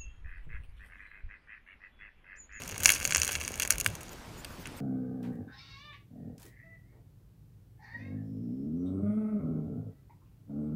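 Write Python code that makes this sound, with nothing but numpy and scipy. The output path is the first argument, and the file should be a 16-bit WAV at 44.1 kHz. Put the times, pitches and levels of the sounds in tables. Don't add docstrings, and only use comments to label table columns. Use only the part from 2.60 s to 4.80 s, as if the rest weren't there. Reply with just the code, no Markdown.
import sys
import numpy as np
from scipy import signal
from scipy.fft import rfft, irfft
from scipy.io import wavfile
from scipy.ndimage import uniform_filter1d, map_coordinates

SR = 44100
rng = np.random.default_rng(int(sys.argv[2]) if len(sys.argv) > 2 else 0)


def voltage_ratio(level):
    return 10 ** (np.asarray(level, float) / 20)


def master_out(mix):
    frames = np.transpose(np.atleast_2d(mix))
    ceiling = np.clip(frames, -1, 1)
    pcm = np.round(ceiling * 32767).astype(np.int16)
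    wavfile.write(sys.argv[1], SR, pcm)


N = 97020

# start_s, level_db (3.8-7.8 kHz), thud_db (below 1.3 kHz),
# body_db (1.3-3.8 kHz), edge_db (above 7.8 kHz)
PEBBLE_CLACKS = [(0.02, -40, -32, 7, 2.5), (0.036, -33.5, -25, -6, -11), (0.0774, -37, -25, -7, 0),
                 (0.0793, -34.5, -16, -6, -4), (0.0918, -38.5, -26, -9, 3), (0.0968, -39.5, -10, 7, -3),
                 (0.1117, -32, -28, -12, -13), (0.1173, -35, -16, -2, -7), (0.124, -38, -4, 3.5, -15),
                 (0.1442, -39, -4, 6, -10), (0.1599, -37.5, -12, 4, -14), (0.1637, -63, 28.5, 29, -1),
                 (0.1799, -29, -27, -6.5, -1.5), (0.203, -35, -15, 0, 2), (0.2066, -37.5, -18, 5.5, 4),
                 (0.2342, -24, -20, -8, 3), (0.2408, -29, -24, -20, 5), (0.247, -19.5, -35, -24, -4),
                 (0.2507, -23, -24, -4, -11), (0.2566, -23, -10, -5, -12), (0.258, -1.5, -19.5, -3, -22),
                 (0.2599, -16.5, -24, -9, 0.5), (0.2706, -23, -16, -13, 0), (0.2759, -23, -12, -7, -1),
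                 (0.2815, -27, -20, 4, -12), (0.283, -22.5, -9, -12, -5), (0.291, -19, -13, -2, 1.5),
                 (0.2929, -19, -10, 11.5, -2), (0.3026, -15, -15.5, 1, -3), (0.305, -26, -21, -5, 4),
                 (0.3044, -30, -5, 3, 8), (0.3164, -30, -19, -21, -6), (0.3204, -19, -37, -20, 3.5),
                 (0.327, -33, -31, -19, -1), (0.334, -23, -25, -13, -7), (0.338, -21, -43, -11, -18),
                 (0.3392, -28, -34, -5, -9), (0.348, -25.5, -41, -16, -3), (0.3516, -23.5, -19, -12, -8),
                 (0.362, -31.5, -11, 5.5, -18), (0.3769, -37, -18, -1, -20), (0.412, -41.5, -9, 15, 4),
                 (0.429, -28, -7, -6, -5), (0.4447, -31, -32, -17, 1), (0.4524, -14, -15.5, -4.5, -10),
                 (0.46, -30, -21, -6, -2), (0.476, -22, -25, -10, -5), (0.508, -24, -20, 2, -6),
                 (0.513, -24, -11, -21, -13), (0.5234, -20, -24, 4, -24), (0.534, -27.5, -19, -12, -3),
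                 (0.548, -11, -21, -4, -15), (0.5601, -13.5, -11, -3.5, -23), (0.566, -34, -15, -8, -12),
                 (0.5691, -25, -23, 3, 3), (0.5807, -17.5, -17, -9, -23), (0.5997, -26.5, -22, -3, 1.5),
                 (0.6181, -13, -39, -5.5, -14), (0.6329, -19.5, -15.5, -3, -4), (0.6478, -26, -23, -4, 1),
                 (0.6538, -27.5, -23, -12, -2), (0.668, -27.5, -23, -5, -7), (0.678, -22.5, -25, -3, -1.5),
                 (0.6895, -28, -12, -4, -11), (0.6922, -33, 6, 10.5, -12), (0.719, -26, -19, -2.5, -3),
                 (0.723, -30.5, -32, -20, 1), (0.7298, -26, -29, -6, -5), (0.74, -40, -19, 0, -5),
                 (0.7454, -38, -16, 6, -1), (0.7534, -22, -27, 2, -21), (0.758, -33, -7, 4, 0),
                 (0.801, -36, -29, -2, -4), (0.8062, -38, -28, 6.5, 2), (0.811, -37, -17, -13, -3),
                 (0.8133, -29, -10, 3.5, -12), (0.8208, -39.5, -8, 6, 1), (0.831, -37, -11, -8, -1),
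                 (0.8381, -42, -17, 10, 8), (0.8499, -25.5, -32, -8.5, -22), (0.879, -25, -12, -1, -2),
                 (0.919, -35.5, -24, -4, 0), (0.9322, -36, -25, -3, -20), (0.9407, -29.5, -34, -1.5, -22),
                 (0.9571, -35, -15, -7, 0), (0.9775, -40, -14, 3, 4), (0.9988, -21, -17, -2.5, 0.5),
                 (1.0023, -32.5, -30, 10, -1), (1.0215, -20, -31, -2, -4), (1.0289, -29.5, -13, 6.5, -6),
                 (1.031, -23, -12, -11, -4), (1.034, -24.5, -24, -3.5, -8), (1.0508, -26.5, -5.5, 1, -8),
                 (1.059, -33, -22, -2, -9), (1.0759, -31.5, -23, 2, 6.5), (1.103, -32.5, -4, 6, 4),
                 (1.106, -11.5, -46, -4, 1), (1.1111, -28, -13, -11, 0), (1.1232, -20, -35, -10, -13),
                 (1.1574, -41, -20, 8, 3), (1.1829, -28, -21, -3.5, 2), (1.2009, -24.5, -35, -8, 1),
                 (1.2036, -28, -39, -5, 0), (1.211, -20.5, -45, -6, -6), (1.246, -32, -19, -7, 2.5),
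                 (1.2569, -47.5, 13, -19, 9), (1.275, -37, -18, -8, 6), (1.277, -37.5, -20, -5, 4),
                 (1.2866, -47.5, 0, 11.5, 1), (1.301, -42, -20, -10, 1), (1.353, -32, -11, -9, -5),
                 (1.408, -44.5, -19, 2, -2), (1.4119, -47, -32, 4, 6.5), (1.4162, -43, -13, -20, -7),
                 (1.4322, -41.5, -19, -4, 3.5), (1.482, -42, -22, -6, -13),
                 (1.4931, -39.5, -16, -7.5, -7.5), (1.5319, -43, -20, -6, -3), (2.0562, -47, -1, 16.5, -12),
                 (2.0587, -42.5, -4, 5, -9), (2.0664, -51, -10, 15.5, -20), (2.0718, -45.5, -22, -5, 8),
                 (2.0733, -47, -2, 10, -10)]
# start_s, thud_db, body_db, lower_middle_db (3.8-5.2 kHz), upper_middle_db (5.2-7.8 kHz), edge_db
SIDELONG_CLACKS = [(1.2624, -29, -11, -12, -30, -19), (1.8469, -58, -39, -23, -41, -36),
                   (1.8503, -60, -33, -34, -44, -45)]
# time_s, level_db
GRIT_CURVE = [(0, -46.5), (.13, -50), (.222, -44.5), (.236, -31), (.31, -31.5), (.39, -38.5), (.46, -41),
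              (.56, -41), (.67, -38), (.8, -43.5), (.97, -50.5), (1.02, -41.5), (1.08, -61), (1.12, -35),
              (1.17, -52.5), (1.27, -50), (1.42, -60.5), (1.6, -61)]
# pitch_hz, width_hz, level_db
SHELL_RESONANCES = [(614, 270, -11.5), (1120, 300, -9.5), (1652, 363, -6.5), (2275, 273, -5.5),
                    (2707, 305, -2.5), (3286, 200, -10.5), (4830, 600, -7.5), (5940, 280, -2),
                    (6620, 590, 7.5), (8304, 840, 0), (9160, 710, -6), (9900, 940, -3), (12750, 670, -3.5),
                    (14300, 900, -13)]
BAND_BORDERS = 1300, 3800, 5200, 7800
BAND_TRIMS = 13.1, 13.58, 1.16, 11.53, 13.8
# centre_s, pitch_hz, level_db, length_s (centre to nearly gone)
TAIL_SURGES = [(.13, 110.5, -42, 0.032), (0.276, 51.6, -35, 0.024), (0.376, 73, -48, .06),
               (0.592, 73.6, -36, 0.055), (0.781, 76, -40.5, 0.073), (1.057, 63, -45, 0.028),
               (1.157, 49.7, -37, 0.047), (1.287, 100, -31.5, 0.024), (1.34, 138, -37.5, 0.011),
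               (0.908, 425, -31, 0.0016), (2.113, 71, -52, 0.024)]
# pitch_hz, relative_level_db (per Hz)
CURRENT_COLOUR = [(12, -19), (35, -2.5), (220, -9.5), (700, -18), (1450, -20.5), (4000, -27.5), (9100, -35),
                  (14500, -40), (15300, -39), (15700, -62), (22050, -80)]
# centre_s, length_s, level_db
TREBLE_SWELLS = [(1.524, .025, -53.5), (1.794, 0.037, -56.5), (1.93, 0.13, -59.5), (2.016, 0.038, -50.5),
                 (2.177, 0.027, -49.5)]
# pitch_hz, relative_level_db (per Hz)
TREBLE_COLOUR = [(20, -60), (3500, -27), (6500, -2), (10000, -6), (14000, -1.5), (15300, -3), (15700, -40),
                 (22050, -60)]
# time_s, level_db
CHURN_CURVE = [(0, -51.5), (.2, -47.5), (.6, -47.5), (1.0, -50), (1.3, -44.5), (1.45, -67), (2.2, -69)]
# pitch_hz, relative_level_db (per Hz)
CHURN_SHAPE = [(15, -44), (40, -18.5), (80, 2.5), (150, -5.5), (300, -19.5), (600, -12.5), (1200, -48)]


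def shell_response(f, resonances):
    return sum(voltage_ratio(db) * 1j * f * width / (hz * hz - f * f + 1j * f * width) for hz, width, db in resonances)


def clacks(start_s, bands_db, resonances=SHELL_RESONANCES):
    size, lead = 1024, 64
    blow_t60_s = 0.0022
    settle_t60_s, settle_db = 0.026, -15.5
    snap = 2
    top_hz = 14600
    t = np.arange(size) / SR
    f = np.fft.rfftfreq(2 * size, 1 / SR)

    blow = voltage_ratio(-60 * t / blow_t60_s)
    settling = voltage_ratio(settle_db - 60 * t / settle_t60_s)
    fade_out = np.cos(np.pi / 2 * t / t[-1])
    contacts = rng.standard_normal((len(start_s), size)) * (blow + settling) * fade_out
    contacts[:, 0] += snap

    microphone = 1 / np.sqrt(1 + (f / top_hz) ** 24)
    rung = rfft(contacts, 2 * size) * shell_response(f, resonances) * microphone

    below = [1 / (1 + (f / hz) ** 10) for hz in BAND_BORDERS]
    shares = np.diff([0 * f, *below, 1 + 0 * f], axis=0)
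    colour = 0
    for share, db, trim_db in zip(shares, bands_db, BAND_TRIMS):
        energy = np.mean(np.abs(rung * share) ** 2, axis=1)
        gain = voltage_ratio(db + trim_db) / np.sqrt(energy)
        colour = colour + share * gain[:, None]
    sound = np.roll(irfft(rung * colour), lead, axis=1)[:, :size]

    at = np.round(start_s * SR).astype(int)[:, None] + np.arange(size)
    return np.bincount(at.ravel(), sound.ravel(), N + size)[lead:N + lead]


def pebbles():
    s, db, thud_db, body_db, edge_db = np.transpose(PEBBLE_CLACKS)
    facing = clacks(s, [db + thud_db, db + body_db, db, db, db + edge_db])

    missed_db = -14
    dulled = [(hz, width, db + missed_db * (5200 < hz < 7800)) for hz, width, db in SHELL_RESONANCES]
    s, *bands_db = np.transpose(SIDELONG_CLACKS)
    return facing + clacks(s, bands_db, dulled)


def grit():
    end_s, grains_per_s = 1.6, 900
    base_db, size_db, scatter_db = -10, 4.5, 4
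    count = int(grains_per_s * end_s)
    s = rng.uniform(0, end_s, count)
    grain_size = np.minimum(rng.exponential(size=count), 2.5)
    db = curve(GRIT_CURVE, s) + base_db + size_db * grain_size
    scatter = scatter_db * rng.standard_normal((len(BAND_TRIMS), count))
    tone_db = np.array([[-12], [1.5], [0], [0], [-4.5]])
    return clacks(s, db + scatter + tone_db)


def surges():
    t = np.arange(N) / SR
    total = np.zeros(N)
    for centre_s, hz, db, length_s in TAIL_SURGES:
        swell = np.exp(-2 * ((t - centre_s) / length_s) ** 2)
        total -= voltage_ratio(db) * swell * np.sin(2 * np.pi * hz * (t - centre_s))
    return total


def unit(x):
    return x / np.sqrt(np.mean(x ** 2) + 1e-20)


def curve(rows, s):
    return np.interp(s, *np.transpose(rows))


def noise(colour, patchy_db):
    z = signal.stft(rng.standard_normal(N), nperseg=512)[2]
    field = uniform_filter1d(rng.standard_normal(z.shape), size=6, axis=0)
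    field = uniform_filter1d(field, size=10, axis=1)
    patchy = signal.istft(z * voltage_ratio(patchy_db * unit(field)), nperseg=512)[1][:N]
    f, db = np.transpose(colour)
    hz = np.fft.rfftfreq(N, 1 / SR)
    gain = voltage_ratio(np.interp(np.log(hz + 1), np.log(f), db))
    return unit(irfft(rfft(patchy) * gain, N))


def churning():
    lumps_per_s, lump_db = 23, 1
    t = np.arange(N) / SR
    knots = rng.standard_normal(int(t[-1] * lumps_per_s) + 4)
    lumps = map_coordinates(knots, [t * lumps_per_s])
    return voltage_ratio(curve(CHURN_CURVE, t) + lump_db * lumps) * noise(CHURN_SHAPE, patchy_db=2.0)


def treble_swells():
    t = np.arange(N) / SR
    level = sum(voltage_ratio(db) * np.exp(-(2 * (t - s) / length_s) ** 4) for s, length_s, db in TREBLE_SWELLS)
    return level * noise(TREBLE_COLOUR, patchy_db=8)


def current():
    return voltage_ratio(-47) * noise(CURRENT_COLOUR, patchy_db=1.5)


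def scene():
    return (pebbles() + grit() + surges() + churning() + treble_swells() + current())[None]


def low_pass(x):
    return signal.sosfilt(signal.butter(12, 16480, fs=SR, output="sos"), x)


def record(dry):
    clipped = np.clip(dry, -1, 1)
    return low_pass(clipped)


dry = scene()
out = record(dry)
master_out(out)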